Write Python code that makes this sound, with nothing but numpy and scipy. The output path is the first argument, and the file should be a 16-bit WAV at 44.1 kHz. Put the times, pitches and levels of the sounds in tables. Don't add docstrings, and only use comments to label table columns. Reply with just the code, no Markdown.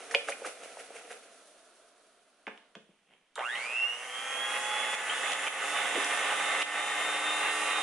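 import sys
import numpy as np
from scipy import signal
from scipy.fft import rfft, irfft
from scipy.io import wavfile
from scipy.ndimage import uniform_filter1d

SR = 44100
rng = np.random.default_rng(int(sys.argv[2]) if len(sys.argv) > 2 else 0)


def store_wav(level_fs):
    pcm = np.round(np.clip(np.atleast_2d(level_fs), -1, 1) * 32767)
    wavfile.write(sys.argv[1], SR, pcm.T.astype(np.int16))


N = 344862
TIME = np.arange(N) / SR
FREQ = np.maximum(np.arange(N // 2 + 1) * SR / N, 1)
POUR_END_S, MOTOR_ON_S = 1.15, 3.376
MAINS_PULSE_HZ = 120
MAINS_PHASE = 2 * np.pi * MAINS_PULSE_HZ * TIME


def undb(db):
    return 10 ** (np.asarray(db) / 20)


def unit(x):
    return x / np.sqrt(np.mean(x ** 2))


def fader(points):
    return np.interp(TIME, *np.transpose(points))


def contour(points):
    hz, db = np.transpose(points)
    return np.interp(np.log(FREQ), np.log(hz), db)


def bumps(hz, resonances):
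    return sum(db / (1 + (2 * (hz - f) / width) ** 2) for f, width, db in resonances)


def colour(x, db):
    return irfft(rfft(x) * undb(db), N)


def butter(x, order, hz, kind):
    return signal.sosfilt(signal.butter(order, hz, kind, fs=SR, output="sos"), x)


def noise(eq):
    return unit(colour(rng.standard_normal(N), contour(eq)))


def walk(rate_hz):
    knots = rng.standard_normal(4096)
    path = np.interp(TIME * rate_hz, np.arange(len(knots)), knots)
    return 1.3 * uniform_filter1d(path, int(SR / rate_hz / 2) + 1)


def grains(per_s, spread_db):
    clicks = (rng.random(N) < per_s / SR) * rng.standard_normal(N)
    return clicks * undb(spread_db * np.minimum(rng.exponential(size=N), 5))


def swells(table, rise_s, fall_s):
    return sum(undb(db) * np.exp(-np.maximum((s - TIME) / rise_s, (TIME - s) / fall_s))
               for s, db in table)


def convolve(x, response):
    return signal.fftconvolve(x, response)[:N]


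def reverb(x, t60_s):
    t = TIME[:SR // 2]
    tail = rng.standard_normal(len(t)) * 1000 ** (-t / t60_s) * (1 - np.exp(-t / .003))
    return convolve(x, tail / np.linalg.norm(tail))


def hits(table, modes, ring_db, room_db, octaves, treble_db):
    cracks, t = np.zeros(N + SR), TIME[:4096]
    for s, db, hz, decay_s in table:
        burst = rng.standard_normal(len(t)) * np.exp(-t / decay_s)
        crack = butter(burst, 2, [hz / 2 ** octaves, min(hz * 2 ** octaves, SR / 3)], "band")
        crack *= np.sqrt(decay_s * SR / 2) / np.linalg.norm(crack)
        start = int(s * SR)
        cracks[start:start + len(t)] += undb(db) * crack
    cracks, t = cracks[:N], TIME[:SR // 2]
    ring = sum(undb(db) * np.sin(2 * np.pi * hz * t) * 1000 ** (-t / t60) for hz, db, t60 in modes)
    struck = cracks + undb(ring_db) * convolve(cracks, ring)
    wet = struck + undb(room_db) * reverb(struck, t60_s=0.43)
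    return butter(wet, 6, [140, 3600], "band") + undb(treble_db) * butter(wet, 4, 4000, "high")


# f/Hz, level/dB
WIDTH = [(60, -21), (110, -13), (190, -16), (350, -12), (620, -11.5), (1120, -8), (2010, -10), (3610, -0.5),
         (6480, -1), (11600, -3)]
# f/Hz, level/dB
PAN = [(60, -3.5), (110, -0.5), (190, -0.5), (350, 2), (620, -1.0), (1120, -3), (2010, -2.0), (3610, -3),
       (6480, -0.5), (11600, -1)]
def stereo(mid):
    side = colour(reverb(mid, t60_s=.22), contour(WIDTH) - 2)
    pan_db = contour(PAN) / 2
    return np.array([colour(mid + side, pan_db), colour(mid - side, -pan_db)])


# f/Hz, level/dB
KITCHEN_EQ = [(30, -4), (100, -18), (200, -3), (700, -4), (3000, -3.5), (4500, -14), (11000, -20)]
def room_tone():
    return undb(-74.5) * noise(KITCHEN_EQ)


# t/s, level/dB
DRONE_FADE = [(0, -55), (1.7, -62.5), (2.3, -68), (2.7, -69.5), (3, -88)]
# f/Hz, level/dB
DRONE_EQ = [(59, -82.5), (100, -53.5), (215, -19.5), (248, -18.5), (277, -11), (315, -16.5), (440, -10),
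            (516, -12.5), (676, -4), (819, -19), (1200, -15.5), (1360, -11), (1900, -21), (4500, -24.5),
            (5850, -41.5), (9900, -120)]
def drone():
    return noise(DRONE_EQ) * undb(fader(DRONE_FADE) + 0.67 * walk(9.9))


# f/Hz, level/dB
RUB_EQ = [(90, -18), (170, 2), (300, -2), (700, 1.5), (1200, -10), (2200, -1.5), (3200, -2), (4200, -31),
          (11000, -21)]
# t/s, level/dB
RUBS = [(2.94, -71), (3.14, -61.5), (3.34, -80)]
def hands():
    friction = unit(colour(grains(per_s=1600, spread_db=-2), contour(RUB_EQ)))
    return friction * swells(RUBS, rise_s=0.046, fall_s=0.051)


# t/s, level/dB, centre f/Hz, decay/s
KNOCKS = [(2.468, -33, 1600, 0.0041), (2.470, -40.5, 425, .012), (2.477, -35, 880, 0.0081),
          (2.576, -45, 2420, 0.0019), (2.752, -39, 1950, 0.0031), (2.755, -48.5, 280, 0.017),
          (2.89, -59.5, 259, 0.013)]
# f/Hz, level/dB, t60/s
TABLE_MODES = [(225.6, 9, 0.25), (399.6, -15, 0.37), (613, 1, 0.29), (883, -7, .25), (1075, -19, .25),
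               (2050, -8, .2), (2519, 0, 0.23)]
def table_knocks():
    return hits(KNOCKS, TABLE_MODES, ring_db=-58, room_db=-5.5, octaves=0.96, treble_db=-6)


def stream(start_db, thin_db_per_s, fade_db_per_s):
    thinning_db = thin_db_per_s * np.minimum(TIME, POUR_END_S)
    fading_db = fade_db_per_s * np.maximum(TIME - POUR_END_S, 0)
    return undb(start_db - thinning_db - fading_db)


# t/s, level/dB
SLIDES = [(.12, -44.5), (.295, -36.5), (.465, -37.5), (.635, -45), (.8, -46), (.962, -44.5), (1.115, -47.5)]
# f/Hz, level/dB
RUSH_EQ = [(71, -68), (120, -29.5), (245, -21.5), (276, -14), (392, -13.5), (463, 2.5), (646, -8),
           (697, -1.5), (902, -14), (1020, -18.5), (1340, -8), (1760, -12), (1980, -10), (2690, -10.5),
           (4500, -30.5), (5850, -55), (9900, -120)]
POWDER_EQ = [(2060, -23.5), (3500, -3), (4410, -5.5), (6130, -1), (7530, -4), (9760, 1.5), (11000, -4),
             (14300, -35.5), (22000, -120)]
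def flour():
    slides = swells(SLIDES, rise_s=0.017, fall_s=.028)
    rush_gain = np.hypot(slides, stream(start_db=-50.5, thin_db_per_s=4, fade_db_per_s=39))
    hiss_gain = np.hypot(slides * undb(-6.5), stream(start_db=-54.5, thin_db_per_s=5, fade_db_per_s=13))
    rush = unit(colour(grains(per_s=4000, spread_db=-0.5), contour(RUSH_EQ)))
    hiss = unit(colour(grains(per_s=15000, spread_db=1.5), contour(POWDER_EQ)))
    return (rush * rush_gain + hiss * hiss_gain) * undb(0.95 * walk(44.23))


# t/s, level/dB, centre f/Hz, decay/s
LUMPS = [(0.110, -37, 1600, .006), (0.1115, -35, 5200, .002), (0.141, -26, 1360, 0.0035),
         (0.1475, -14, 2820, 0.0031), (0.149, -24, 605, 0.0059), (0.2855, -25.5, 1310, 0.0023),
         (0.288, -26, 604, 0.0027), (0.319, -34.5, 2300, 0.0065), (0.416, -37.5, 573, 0.007),
         (0.447, -34, 1440, 0.0066), (0.452, -45, 570, 0.013), (0.472, -46, 1820, 0.0067),
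         (0.770, -36, 660, 0.0037), (0.904, -40.5, 586, 0.0051), (0.962, -50, 2070, 0.0091),
         (1.105, -44, 1550, 0.0039)]
# f/Hz, level/dB, t60/s
BOWL_MODES = [(471, -1, .22), (568, 2.5, 0.089), (1370, -12, .07), (2430, -2, 0.13), (2449, -5, .12),
              (2495, 9, 0.051), (2830, -7, 0.065), (3070, -5, .07), (3220, -3, .06)]
def lumps():
    return hits(LUMPS, BOWL_MODES, ring_db=-46.5, room_db=-12, octaves=0.31, treble_db=-0.5)


# t/s, level/dB, centre f/Hz, decay/s
SWITCH_HITS = [(3.3555, -28, 6500, 0.0048), (3.359, -41, 910, 0.0074), (3.377, -33, 1260, 0.0046),
               (3.392, -30, 2300, 0.0023), (3.385, -46, 660, .012), (3.405, -34.5, 820, 0.015)]
# f/Hz, level/dB, t60/s
BEATER_MODES = [(2450, -4, 0.055), (2970, -7, .07), (3185, -2, 0.11)]
def switch():
    return hits(SWITCH_HITS, BEATER_MODES, ring_db=-36, room_db=-3.5, octaves=0.68, treble_db=-14)


# t/s, level/dB, centre f/Hz, decay/s
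TICKS = [(3.553, -31, 2930, 0.004), (4.940, -32, 2870, 0.0063), (5.096, -29, 2960, 0.0064),
         (5.319, -27.5, 5000, 0.0043), (5.332, -33, 4060, .003), (5.466, -29, 2400, 0.0084),
         (5.479, -31, 2410, 0.0028), (5.772, -29, 2180, .004), (5.949, -32, 462, 0.026),
         (5.974, -38, 323, 0.013), (6.045, -22.5, 6200, 0.0022), (6.617, -26.5, 3180, 0.012)]
def beater_ticks():
    return hits(TICKS, BEATER_MODES, ring_db=-34, room_db=-10, octaves=.4, treble_db=-6)


# t/s, depth/dB
DIPS = [(4.952, 6.5), (5.335, 3.5), (5.482, 7), (6.629, 10.5)]
def dips(drop_s, recover_s):
    return undb(-sum(db * np.clip((TIME - s) / drop_s, 0, 1) * np.exp(-np.abs(TIME - s) / recover_s)
                     for s, db in DIPS))


# gained f/Hz, time constant/s
SPIN_UP = [(102.1, .113), (137.2, .417), (49.8, 3.718)]
def shaft_rate(free_hz):
    running_s = np.maximum(TIME - MOTOR_ON_S, 0)
    return free_hz - sum(hz * np.exp(-running_s / lag_s) for hz, lag_s in SPIN_UP)


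# f/Hz, level/dB
BRUSH_EQ = [(3300, -16), (4100, -9), (4800, 1), (5800, 2), (6800, 4.5), (7800, 2.5), (9000, 6.5),
            (11000, 0)]
def brushes(shaft_hz, turns, strain):
    throb = 1 + (0.11 + 0.08 * strain) * np.cos(MAINS_PHASE)
    hiss = noise(BRUSH_EQ) * throb * undb(3 + 0.55 * walk(16))
    buzz = sum(undb(6 * np.tanh(walk(2))) * k * np.sin(2 * np.pi * (k * turns + rng.random()))
               for k in range(20, 44))
    speed_gain = np.minimum(shaft_hz / 255, 1) ** 5
    return hiss + unit(buzz) * undb(-8 + 9 * np.sqrt(strain)) * speed_gain


# shaft multiple, mains pulse multiple added, labouring level/dB, full-speed level/dB
SHAFT_PARTIALS = [(1, 0, -31, -22.5), (1, 1, -33, -22), (1, 2, -17, -25), (2, 1, -22.5, -17),
                  (2, 2, -37.5, -18.5), (3, 0, -14, -30), (3, 1, -37, -22), (3, 2, -18.5, -21),
                  (4, 0, -33, -18), (4, 1, -19, -17.5), (5, 0, -14.5, -20.5), (6, 0, -16, -12.5),
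                  (6, 2, -14, -16), (7, 0, -19, -24), (8, 0, -27, -14), (9, 0, -15, -21.5),
                  (10, 0, -24, -17.5), (11, 0, -19, -24.5), (13, 0, -29, -25.5)]
# f/Hz, width/Hz, level/dB
HOUSING = [(835, 50, 5), (1156, 12, 9.5), (2748, 22, 11.5)]
def shaft_tones(shaft_hz, turns, strain):
    tones, labour = 0, np.minimum(strain / 0.34, 1)
    for order, sideband, labour_db, fast_db in SHAFT_PARTIALS:
        offset_hz = sideband * MAINS_PULSE_HZ
        db = fast_db + labour * (labour_db - fast_db) + bumps(order * shaft_hz + offset_hz, HOUSING)
        phase = 2 * np.pi * (order * turns + offset_hz * TIME + rng.random())
        tones += undb(db + 2 * walk(7)) * np.sqrt(2) * np.sin(phase)
    return butter(tones, 6, 290, "high") * undb(1 - 32 * strain ** 6)


BLADE_DB = [-38.3, -44, -54]
# f/Hz, level/dB
CASING_EQ = [(330, -23), (480, -2.5), (800, 1.5), (1500, -2), (2100, 1.5), (2500, -2.5), (3200, -2.5),
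             (3425, -3), (3455, -15), (3510, -10.5), (3545, -6.5), (3700, -6), (4000, -24), (5600, -20),
             (6250, -15.5), (7100, -13), (8800, -22), (9900, -3.5), (10700, 0), (11100, -17)]
# f/Hz, width/Hz, level/dB
VENTS = [(2768, 155, 13), (3040, 224, -17)]
def fan_whine(turns, strain, blades=12):
    jitter = (0.13 + 0.7 * strain ** 8) * walk(260) + .5 * walk(12)
    phase = 2 * np.pi * blades * turns + jitter + 0.23 * strain * np.sin(MAINS_PHASE)
    throb = 1 + (.2 + .6 * strain) * np.cos(MAINS_PHASE) + .3 * strain * np.cos(2 * MAINS_PHASE)
    whine = sum(undb(db + 2.64 * walk(14)) * np.sqrt(2) * np.sin(k * phase)
                for k, db in enumerate(BLADE_DB, 1))
    return colour(whine * throb, contour(CASING_EQ) + bumps(FREQ, VENTS))


# f/Hz, level/dB
CHURN_EQ = [(71, -77), (120, -27), (258, -13.5), (295, -16), (380, -12), (476, -2.5), (828, -1),
            (962, -3.5), (1190, 0.5), (1400, -5.5), (2060, 0.5), (2290, -6), (2660, 1.5), (3650, -11),
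            (4300, -18), (5590, -54), (9460, -120)]
# f/Hz, width/Hz, level/dB
HOLLOWS = [(817, 37, 6.5), (1273, 200, 4.5), (1512, 90, 8.5), (1866, 110, 6), (2150, 100, 8.5),
           (2850, 260, 0)]
def gear_churn(turns, strain):
    throb = 1 + (0.059 + 0.066 * strain) * np.cos(MAINS_PHASE)
    turn_accent = 1 + 0.16 * np.cos(2 * np.pi * turns)
    rattle = grains(per_s=9000, spread_db=1) * throb * turn_accent
    churn = unit(colour(rattle, contour(CHURN_EQ) + bumps(FREQ, HOLLOWS)))
    return churn * undb(-1 + 0.95 * walk(25))


# t/s, level/dB
EFFORT = [(3.39, -50.5), (3.47, -45.5), (3.57, -39.5), (3.86, -45), (4.2, -40.5), (4.55, -35.5), (5.2, -33),
          (5.8, -32), (6.6, -31.5), (7, -33), (7.82, -31.3)]
def mixer():
    shaft_hz = shaft_rate(free_hz=321.65)
    turns = np.cumsum(shaft_hz) / SR
    strain = 1 - (shaft_hz / shaft_hz.max()) ** 4
    works = gear_churn(turns, strain)
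    works += undb(-13) * brushes(shaft_hz, turns, strain)
    works += shaft_tones(shaft_hz, turns, strain)
    gate = np.clip((TIME - MOTOR_ON_S) / 0.0039, 0, 1)
    return (undb(fader(EFFORT)) * works + fan_whine(turns, strain)) * gate


def scene():
    foley = lumps() + table_knocks() + switch()
    ticks = beater_ticks()
    pour = flour()
    mixing = (mixer() + ticks) * dips(drop_s=0.0042, recover_s=0.1)
    background = drone() + hands() + room_tone()
    return stereo(background + foley + pour + mixing)


def record(dry):
    top_hz = 11080
    return signal.sosfilt(signal.ellip(12, .2, 80, top_hz, fs=SR, output="sos"), dry)


dry = scene()
out = record(dry)
store_wav(out)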